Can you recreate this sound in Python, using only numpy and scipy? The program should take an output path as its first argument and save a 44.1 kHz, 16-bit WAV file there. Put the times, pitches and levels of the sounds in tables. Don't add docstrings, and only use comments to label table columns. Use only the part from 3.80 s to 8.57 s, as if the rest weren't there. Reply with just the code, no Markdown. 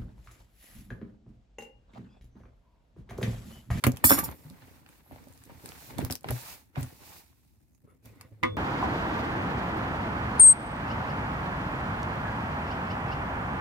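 import sys
import numpy as np
from scipy import signal
from scipy.fft import rfft, irfft, next_fast_len
from scipy.io import wavfile

SR = 44100
rng = np.random.default_rng(int(sys.argv[2]) if len(sys.argv) > 2 else 0)


def volts_from_decibels(level):
    exponent = np.asarray(level, float) / 20
    return 10 ** exponent


def materialize(psi):
    bounded = np.clip(np.atleast_2d(psi).T, -1, 1)
    quanta = np.round(bounded * 32767).astype(np.int16)
    wavfile.write(sys.argv[1], SR, quanta)


N = 210308
NEAR_LAG, FAR_LAG = 13, 45


def at_hz(points, hz):
    table_hz, value = np.transpose(points)
    return np.interp(np.log(hz), np.log(table_hz), value)


def in_time(rows):
    s, *columns = np.transpose(rows)
    return [np.interp(np.arange(N) / SR, np.maximum.accumulate(s), c) for c in columns]


def rms_one(x):
    return x / np.sqrt(np.mean(x ** 2) + 1e-20)


def band(x, low_hz, high_hz):
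    sos = signal.butter(2, [low_hz, min(high_hz, .45 * SR)], "band", fs=SR, output="sos")
    return signal.sosfilt(sos, x)


def drift(rate):
    r = np.exp(-80 * np.pi * rate / SR)
    slow = signal.lfilter([1], [1, -2 * r, r * r], rng.standard_normal(N // 40 + 2002))[2000:]
    return np.interp(np.arange(N) / 40, np.arange(len(slow)), rms_one(slow))


def ring(clicks, hz, t60):
    r = volts_from_decibels(-60 / (t60 * SR))
    w = 2 * np.pi * hz / SR
    return signal.lfilter([0, np.sin(w)], [1, -2 * r * np.cos(w), r * r], clicks + 1e-18)


def add(out, s, sound):
    i = round(s * SR)
    out[..., i:i + sound.shape[-1]] += sound[..., :N - i]


def ports(x, lag, pan_db=0):
    return np.array([np.roll(x, lag) * volts_from_decibels(pan_db / 2), x * volts_from_decibels(-pan_db / 2)])


def stroke(s, hold, level_db, rise, fall):
    steps = np.arange(0, N + 32, 32)
    t = steps / SR - s
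    away = np.maximum(-t / max(rise, .002), (t - hold) / max(fall, .002))
    return np.interp(np.arange(N), steps, volts_from_decibels(level_db - 20 * np.clip(away, 0, 8)))


# pitch_hz, likeness (0 to 1)
LIKENESS = [(60, 0.71), (200, 0.063), (500, 0.65), (1000, 0.036), (3000, 0.029), (15000, 0.018)]


def friction(spectrum, patchy_db, grain_db):
    low, high = spectrum[0][0], spectrum[-1][0]
    edges = np.geomspace(low, high, int(3 * np.log2(high / low)) + 2)
    out, together = 0, drift(43)
    white = rng.standard_normal((2, 2, N + SR // 4))
    white[..., -N:] *= volts_from_decibels(grain_db * drift(200))
    for k, (a, b) in enumerate(zip(edges, edges[1:])):
        centre_hz = np.sqrt(a * b)
        mid, side = band(white[k % 2], a, b)[:, -N:]
        alike = np.clip(at_hz(LIKENESS, centre_hz), -1, 1)
        gain = volts_from_decibels(at_hz(spectrum, centre_hz) + patchy_db * (1.7 * together + drift(19)))
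        out = out + gain * (np.sqrt(1 + alike) * mid + np.sqrt(1 - alike) * side * [[1], [-1]])
    return rms_one(out)


# pitch_hz, density_db (per Hz)
AIR = [(18, -32), (30, -4.5), (59, 4.5), (141, -3), (204, -8.5), (273, -2.5), (426, -28.5), (649, -23),
       (1320, -34.5), (1960, -30.5), (3490, -40), (7870, -34.5), (16000, -33)]


def air():
    return volts_from_decibels(-63.5) * friction(AIR, patchy_db=0.5, grain_db=-5.0)


def shop(x):
    shop_t60_s, wall_cut_hz = 0.37, 25000
    size = next_fast_len(N + SR)
    hz = np.arange(size // 2 + 1) * SR / size
    spectrum, out = rfft(x, size), np.zeros((2, size // 2 + 1), complex)
    for k, lag_s in enumerate(rng.uniform(0.0052, 0.033, 16)):
        loss = volts_from_decibels(-60 * lag_s / shop_t60_s * (3.0 + hz / wall_cut_hz))
        loop = loss * np.exp(-2j * np.pi * hz * lag_s)
        out[k % 2] += (-1) ** (k // 2) * loop / (1 - loop)
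    return irfft(out * spectrum, size)[:, :N]


# start_s, hold_s, level_db, pitch_hz
SWAY = [
    (4.261, 0.039, -53.5, 110.4),
    (4.403, 0.0046, -61, 100.7),
    (4.522, 0.034, -52, 108.6),
    (4.685, 0.048, -38.5, 103.7),
]


def sway():
    rise_s, fall_s = 0.045, 0.11
    t = np.arange(N) / SR
    hum = np.zeros(N)
    for s, hold, db, hz in SWAY:
        hum += np.sqrt(2) * stroke(s, hold, db, rise_s, fall_s) * np.sin(2 * np.pi * hz * (t - s))
    return ports(hum, 0)


# start_s, hold_s, level_db, pitch_hz
WHISPERS = [
    (1.255, 0.075, -66.5, 11600),
    (4.09, .03, -78, 10300),
    (4.085, 0.034, -71, 1270),
    (5, 0.19, -70.5, 1050),
    (4.265, .03, -69, 2400),
    (4.37, .07, -72, 2000),
    (3.95, .003, -76, 6500),
]


def whisper():
    out = np.zeros((2, N))
    for s, hold, db, hz in WHISPERS:
        breath = band(rng.standard_normal((2, N)), 0.96 * hz, 1.07 * hz)
        out += stroke(s, hold, db, .04, .04) * rms_one(breath)
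    return out


# start_s, level_db
KNOCKS = [
    (4.63, -18.5),
    (4.635, -17.5),
    (4.642, -23),
    (4.653, -30.5),
]
# pitch_hz, level_db, t60_s
PANEL = [(246, -6.5, 0.17), (334.4, -7, 0.23), (506, -3, .3), (578, -11, 0.054), (742, -21.5, .15),
         (1012, -6.5, .14), (1713, -11, .11), (1093, -1.5, 0.2), (1222, -2, 0.1318), (1471, -2, .1),
         (1916, -4, .09), (2083, 5.5, 0.042), (2186, -5, 0.077), (2640, -16.5, .1), (3475, -17, .5)]
# start_s, hold_s, friction_db, rise_s, fall_s
SHUFFLE = [
    (4.083, 0.039, -83.5, 0.03, 0.056),
    (4.264, 0.064, -79.5, .03, .15),
    (4.405, 0.05, -72.5, 0.036, 0.026),
    (4.65, .02, -58, 0.0094, 0.089),
]


def knock():
    drag = sum(stroke(*row) for row in SHUFFLE) * rng.standard_normal(N)
    blows, clatter, t = np.zeros(N), np.zeros((2, N)), np.arange(SR // 6) / SR
    for s, db in KNOCKS:
        click = np.eye(1, len(t))[0]
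        scratch = 0.095 * rng.standard_normal(len(t)) * np.exp(-t / 0.003)
        add(blows, s, volts_from_decibels(db) * (click + scratch))
        rattle = band(rng.standard_normal((2, len(t))), 270, 1840)
        add(clatter, s, volts_from_decibels(db - 4.5) * rattle * np.exp(-t / 0.019))
    panel, shuffle = np.zeros(N), np.zeros(N)
    for hz, db, t60 in PANEL:
        panel += volts_from_decibels(db - 9.5) * (ring(blows, hz, t60) - 0.25 * ring(blows, 0.95 * hz, 0.05))
        shuffle += volts_from_decibels(db / 2.56 - 19 - 1.66 * np.log2(hz / 1000)) * ring(drag, hz, 0.045)
    return ports(panel, FAR_LAG) + shuffle + clatter


TOOL_HZ = [3480, 4100, 4450, 4823, 5238, 5545, 6115, 6820, 7101, 7400, 7892, 8839, 8870, 9080, 10170, 10380,
           10700]
TOOL_HIGH_HZ = [11170, 11480, 11790, 11900, 12300, 12850, 13560, 13800, 14180, 14900, 15340]
TOOL_DB = [-18.5, -21, -21, -19, -13, -14, -15.5, -12, -14, -9, -17, -5, -6, -6, -6, -14, -15, -3, -2, 1,
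           -6.5, -2, -11, 2, -11.5, -8, -12, -1]
# start_s, force_db, rise_s, fall_s (over 20 dB)
JOLTS = [(0.2415, -15.5, 0.0012, -0.0145), (0.245, -11, 0.0041, 0.02), (0.256, -16.5, 0.0043, -0.04),
         (0.27, -18, 0.0044, 0.01), (0.299, -11.5, 0.013, 0), (0.317, -12.5, 0.005, -0.07),
         (0.334, -20.5, .005, .015), (0.376, -26.5, 0.01, -0.14), (0.388, -19.5, 0.0064, 0.015),
         (0.438, -23.5, .001, 0.4), (0.442, -29, 0.0025, -0.2)]
# time_s, gain_db
MUFFLE = [
    (.35, -1),
    (.395, -5),
    (.415, -11),
    (.434, -12),
    (.438, -8.5),
    (.45, -12),
    (.475, -28.5),
    (.53, -37.5),
]


def tool():
    contacts_per_s, uneven_db, jolt_spread_db = 4000, 2.5, 4
    size = round(.7 * SR)
    forces = np.array([stroke(s, 0, db, rise, fall)[:size] for s, db, rise, fall in JOLTS])
    out = np.zeros((2, N))
    for hz, level_db in zip(TOOL_HZ + TOOL_HIGH_HZ, TOOL_DB):
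        touching = (rng.random(size) < contacts_per_s / SR) * volts_from_decibels(uneven_db * rng.standard_normal(size))
        force = volts_from_decibels(jolt_spread_db * rng.uniform(-1.1, 1, len(JOLTS))) @ forces
        contacts = force * touching * rng.standard_normal((3, size))
        detune = rng.uniform(.004, .012) * np.array([1, -1.7]) * rng.choice([-1, 1])
        twin_hz, third_hz = hz * (1 + detune)
        t60 = 0.16 * (8800.0 / hz) ** 0.35
        ringing = ring(contacts, hz, t60)
        ringing += .6 * ring(contacts[::-1], twin_hz, .7 * t60)
        ringing += .5 * ring(contacts[[1, 2, 0]], third_hz, .6 * t60)
        shared, left, right = ringing
        out[:, :size] += volts_from_decibels(level_db - 21.5) * (0.45 * shared + np.array([left, right]))
    scrape = band(forces.sum(0) * rng.standard_normal((2, size)), 8000, 15500)
    out[:, :size] += volts_from_decibels(-30) * scrape
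    out[:, :size] *= volts_from_decibels(in_time(MUFFLE)[0][:size])
    return out * volts_from_decibels([[-1.1], [1.1]])


# start_s, peak_db, pitch_hz, t60_s,
# left_right_db
THUMPS = [(0.041, -21.5, 144, 0.059, 0), (0.0635, -13.5, 125.3, 0.092, -1.5),
          (0.0635, -13, 307, 0.024, -6.5), (0.077, -18.5, 254, 0.12, -5.5), (0.126, -32, 109, 0.062, -4),
          (0.242, -23.5, 292, 0.078, -5), (0.308, -22, 275.6, 0.2, -11), (0.318, -15, 295, 0.021, -2),
          (0.38, -25.5, 317, 0.057, -5), (0.478, -31.5, 178, 0.021, -10), (0.645, -42, 151.4, 0.31, 0.5),
          (0.703, -39, 183, 0.13, -5), (2.155, -49.5, 144, 0.096, 31), (2.185, -22, 194, 0.024, -9.5),
          (2.179, -42, 136, 0.033, -1), (2.231, -23.5, 109, 0.068, -4), (2.301, -26.5, 245, 0.013, 0),
          (2.496, -22.5, 91, 0.086, -2), (2.514, -24, 122.3, 0.16, -2), (2.97, -21.5, 141.3, 0.098, -1.5),
          (2.999, -28, 88, 0.22, 1), (3.02, -28.5, 125.3, 0.1, -4), (4.629, -34.5, 227, 0.12, 1.5),
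          (.241, -15.5, 82, 0.039, 12),
    (0.27, -34, 84.6, 0.024, 8),
    (4.451, -51.5, 55.2, 0.11, 5),
]
# start_s, peak_db, pitch_hz
NUDGES = [
    (0.826, -44, 108.8),
    (0.957, -50, 301.5),
    (1.317, -36, 77.3),
    (1.358, -50, 176),
    (1.465, -41.5, 232),
    (1.599, -47.5, 99),
    (1.743, -39, 85),
    (1.841, -43.5, 91.5),
    (4.263, -47, 104),
    (4.443, -43.5, 126),
]
# pitch_hz, level_db, t60_s
TABLE = [(76, -14, 0.024), (121, -8.5, 0.15), (256.7, -1, 0.15), (315, -5, 0.026), (551, -6.5, 0.093),
         (700, -20, 0.065)]


def thumps():
    out = np.zeros((2, N))
    nudges = [(s, db, hz, 3.7 / hz, -3.5) for s, db, hz in NUDGES]
    for s, peak_db, hz, t60, pan_db in THUMPS + nudges:
        push = np.zeros(SR // 3)
        contact = np.hanning(int(.25 * SR / hz) + 3)
        push[:len(contact)] = contact / contact.sum()
        body = sum(volts_from_decibels(db - 10.0) * ring(push, f, ring_s) for f, db, ring_s in TABLE)
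        blow = volts_from_decibels(peak_db) * (body + ring(push, hz, t60))
        add(out, s + .004, ports(blow, NEAR_LAG, pan_db))
    return band(out, 65, 5000)


# start_s, peak_db, pitch_hz, t60_s
TAPS = [(0.038, -19, 930, 0.0046), (0.074, -24.5, 553, 0.08), (.312, -18.5, 550.5, 0.08),
        (0.24, -11.5, 936, 0.021), (0.307, -3, 1190, 0.0047), (0.316, -5, 1280, 0.0074),
        (0.323, -10.5, 1590, 0.03), (0.381, -23.5, 1167, 0.11), (0.433, -32.5, 890, 0.065),
        (1.311, -37.5, 711, 0.018), (1.263, -51.5, 794, .012), (1.327, -40, 604, .015),
        (1.347, -45.5, 700, .012), (1.361, -37.5, 650, .012), (1.371, -47, 598, .01),
        (1.472, -42.5, 602, .012), (1.696, -40.5, 700, .012), (2.306, -34, 606, 0.013),
        (2.19, -21.5, 690, 0.016), (2.301, -32.5, 710, 0.038), (2.444, -22.5, 790, 0.013),
        (2.513, -20.5, 605, 0.0092), (2.967, -30, 748, 0.026), (3.007, -33, 596, 0.01),
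        (4.075, -53, 420, 0.099), (4.25, -53, 490, .08), (4.3, -55, 506, .06), (4.45, -54.5, 505, 0.11),
        (.242, -7.5, 1827, 0.022),
    (.299, -23, 1500, 0.041),
    (.49, -25, 1060, 0.0044),
    (2.953, -43, 1986, 0.017),
    (2.4437, -31, 1480, .008),
    (2.4862, -33, 2040, .015),
]


def taps():
    out, click = np.zeros(N), np.eye(1, SR // 6)[0]
    for s, peak_db, hz, t60 in TAPS:
        note = ring(click, hz, t60)
        note += 0.17 * ring(click, 2.5 * hz, 0.41 * t60)
        note += 0.23 * ring(click, 1.28 * hz, 2.3 * t60)
        add(out, s, volts_from_decibels(peak_db - 0.5) * note)
    return ports(band(out, 410, 3600), NEAR_LAG - 2)


# start_s, peak_db, body_db (relative to peak), length_s, brightest_hz
SNAPS = [(0.0392, -14, -13, 0.051, 3800), (0.0668, -15.5, -18, 0.045, 12400),
         (0.162, -40, -21.5, .02, 3010), (0.17, -29, -24, 0.03, 3020), (1.063, -56.5, -1, 0.016, 3810),
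         (1.0895, -47, -13, 0.025, 8200), (1.36, -55, -7.5, 0.017, 3530), (1.859, -29, -20, 0.016, 4130),
         (1.92, -50, -1.5, 0.015, 5300), (2.1836, -27.5, -20, 0.05, 3650), (2.217, -41, -8.5, 0.012, 12000),
         (2.249, -20.5, -28, 0.015, 12450), (2.309, -21.5, -26.5, 0.027, 5200),
         (2.3, -38, -10.5, 0.042, 6000), (2.326, -26, -34, 0.017, 12500), (2.444, -44, -7, 0.029, 3860),
         (2.487, -34, -8, 0.054, 3770), (2.5074, -18.5, -21, 0.016, 11200), (2.958, -55, 2, 0.04, 3530),
         (3.01, -35, -19, 0.015, 13100), (3.03, -31.5, -56, 0.031, 8150), (4.411, -36.5, -18, 0.034, 4600),
         (4.635, -31, -3, 0.017, 3600)]
# start_s, peak_db, brightest_hz
TICKS = [(0.119, -31.5, 6450), (0.514, -37, 11600), (.522, -46.5, 12300), (0.7, -39.5, 4850),
         (1.526, -49, 8300), (1.5574, -60.5, 12300), (1.576, -46.5, 5930), (1.638, -42, 7700),
         (1.6544, -44.5, 12400), (1.89, -32, 5270), (2.2024, -40, 9000), (2.3248, -21.5, 4700),
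         (2.323, -21.5, 12300), (2.3155, -23.5, 12300), (2.333, -31.5, 9200), (2.3365, -49, 4500),
         (2.354, -21.5, 13300), (1.536, -49.5, 7980), (1.548, -54.5, 9000), (1.59, -54, 6000),
         (1.603, -52.5, 3000), (1.44, -50, 6000), (1.485, -49, 9000), (1.65, -49, 6000), (2.362, -36, 5000),
         (2.409, -45.5, 9470), (2.432, -47, 8400), (3.949, -55, 2300), (4.257, -43, 11460),
         (4.4025, -59, 11440)]


def snaps():
    fold_pan_db, fold_spread_db = -2.5, 6
    out, t = np.zeros((2, N)), np.arange(SR // 8) / SR
    ticks = [(s, db, -29.5, 0.016, hz) for s, db, hz in TICKS]
    for s, bright_db, body_db, length, hz in SNAPS + ticks:
        pan_db = fold_pan_db + fold_spread_db * rng.standard_normal()
        grit = rng.standard_normal((3, len(t)))
        crack = 1.1 * np.exp(-((t - .0015) / 0.00025) ** 2)
        shape = (1 - np.exp(-t / 0.00058)) * (volts_from_decibels(-60 * t / max(length, .003)) + crack)
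        both = (.5 * ports(grit[0], 4) + 1.26 * grit[1:]) * shape
        burst = volts_from_decibels(bright_db - 8) * (band(both, 2300, 13000) + 1.1 * band(both, 0.79 * hz, 1.2 * hz))
        burst += volts_from_decibels(bright_db + body_db + 17.5) * band(both, 640, 3000)
        add(out, s - .001, burst * volts_from_decibels(np.clip([[pan_db / 2], [-pan_db / 2]], -3, 3)))
    return out


# pitch_hz, density_db (per Hz)
HISS = [(1470, -29), (2500, 0.5), (2990, -9), (3460, -1.5), (5480, -2), (6810, -3.5), (12100, -2.5),
        (15000, 0), (16000, -10)]
RUSTLE = [(210, -32), (350, -12.5), (950, 1.5), (1030, -4), (2100, -6), (2950, -15), (4000, -13.5),
          (5200, -40), (8800, -120)]
RUMBLE = [(18, -48), (30, -24.5), (68, 4.5), (113, -1), (156, 0.5), (204, -8), (265, -1.5), (377, -11),
          (500, -10), (650, -44.5), (1100, -120)]
# start_s, hold_s, level_db, rise_s, fall_s
SLIDES = [(0.0, 0.22, -66, .02, 0.054), (0.256, 0.06, -52, 0.014, 0.081), (.42, 0.06, -56, .03, 0.07),
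          (0.598, 0.3, -65.5, .2, 0.17), (.95, 0.033, -68.5, 0.097, 0.087),
          (1.095, 0.085, -66, 0.066, 0.084), (1.333, 0.47, -65, 0.15, 0.17),
          (1.859, 0.02, -57, 0.079, 0.15), (2.003, 0.097, -53, 0.17, 0.17),
          (2.198, 0.072, -56, 0.024, 0.054), (2.521, 0.21, -47, 0.076, 0.1),
          (2.986, 0.033, -53, 0.034, 0.26), (3.265, .12, -53.5, 0.14, 0.1), (3.5, 0.19, -74.5, 0.14, 0.44),
          (4.254, 0.01, -61, 0.025, 0.077), (4.319, 0.14, -75, 0.071, .3), (4.638, 0.084, -81, .03, .3)]
# start_s, hold_s, level_db, fall_s, table_weight_db
BUNCHES = [(0.04, 0.089, -54.5, 0.18, 12), (0.255, 0.0075, -41.5, 0.045, 6), (0.304, 0.081, -34, 0.047, -5),
           (0.431, 0.094, -53, 0.069, 12.5), (.62, 0.33, -67, 0.57, 7.5), (1.318, 0.031, -62, 0.35, 10.5),
           (1.673, 0.059, -64, 0.13, 9.5), (1.84, 0.028, -71, 0.25, 19), (2.103, 0.034, -60, 0.075, 9),
           (2.189, 0.034, -50, 0.11, 14.5), (2.302, 0.026, -54, 0.036, 11.5),
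           (2.456, 0.072, -51.5, 0.063, 11), (2.681, 0.019, -65.5, 0.22, -8.5),
           (2.976, 0.014, -47.5, 0.096, 9), (3.127, 0.16, -76, 0.12, 13.5), (4.04, 0.088, -82.5, 0.27, 19),
           (4.255, 0.023, -72.5, 0.17, 15.5), (4.33, 0.23, -79.5, .3, 14),
           (4.628, 0.13, -71.5, 0.094, 27.5)]


def rubbing():
    slide = sum(stroke(*row) for row in SLIDES)
    bunches = [stroke(s, hold, db, 0.025, fall) for s, hold, db, fall, _ in BUNCHES]
    weight = sum(volts_from_decibels(row[-1]) * bunch for row, bunch in zip(BUNCHES, bunches))
    rustle_gain = sum(bunches) + volts_from_decibels(-5.5) * slide
    rumble_gain = weight + volts_from_decibels(-10.5) * slide
    hiss = slide * friction(HISS, patchy_db=0.5, grain_db=0.0) * volts_from_decibels([[-1.2], [1.2]])
    rustle = rustle_gain * friction(RUSTLE, patchy_db=1.5, grain_db=1.0)
    rumble = rumble_gain * friction(RUMBLE, patchy_db=2.5, grain_db=-0.5)
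    return hiss + rustle + rumble


def scene():
    near, far, steel = snaps() + taps() + thumps(), knock(), tool()
    room = shop(volts_from_decibels(-11.5) * near.mean(0) + volts_from_decibels(-14.5) * far.mean(0) + volts_from_decibels(-26.0) * steel.mean(0))
    return air() + room + sway() + whisper() + far + steel + near + rubbing()


def top_cut(x):
    return signal.sosfilt(signal.butter(12, 16800, fs=SR, output="sos"), x)


def record(dry):
    mic_low_hz, mic_high_hz = 55, 15800
    heard = signal.sosfilt(signal.butter(3, mic_low_hz, "high", fs=SR, output="sos"), dry)
    heard = signal.sosfilt(signal.cheby2(10, 50, mic_high_hz + 900, fs=SR, output="sos"), heard)
    return top_cut(heard)


dry = scene()
out = record(dry)
materialize(out)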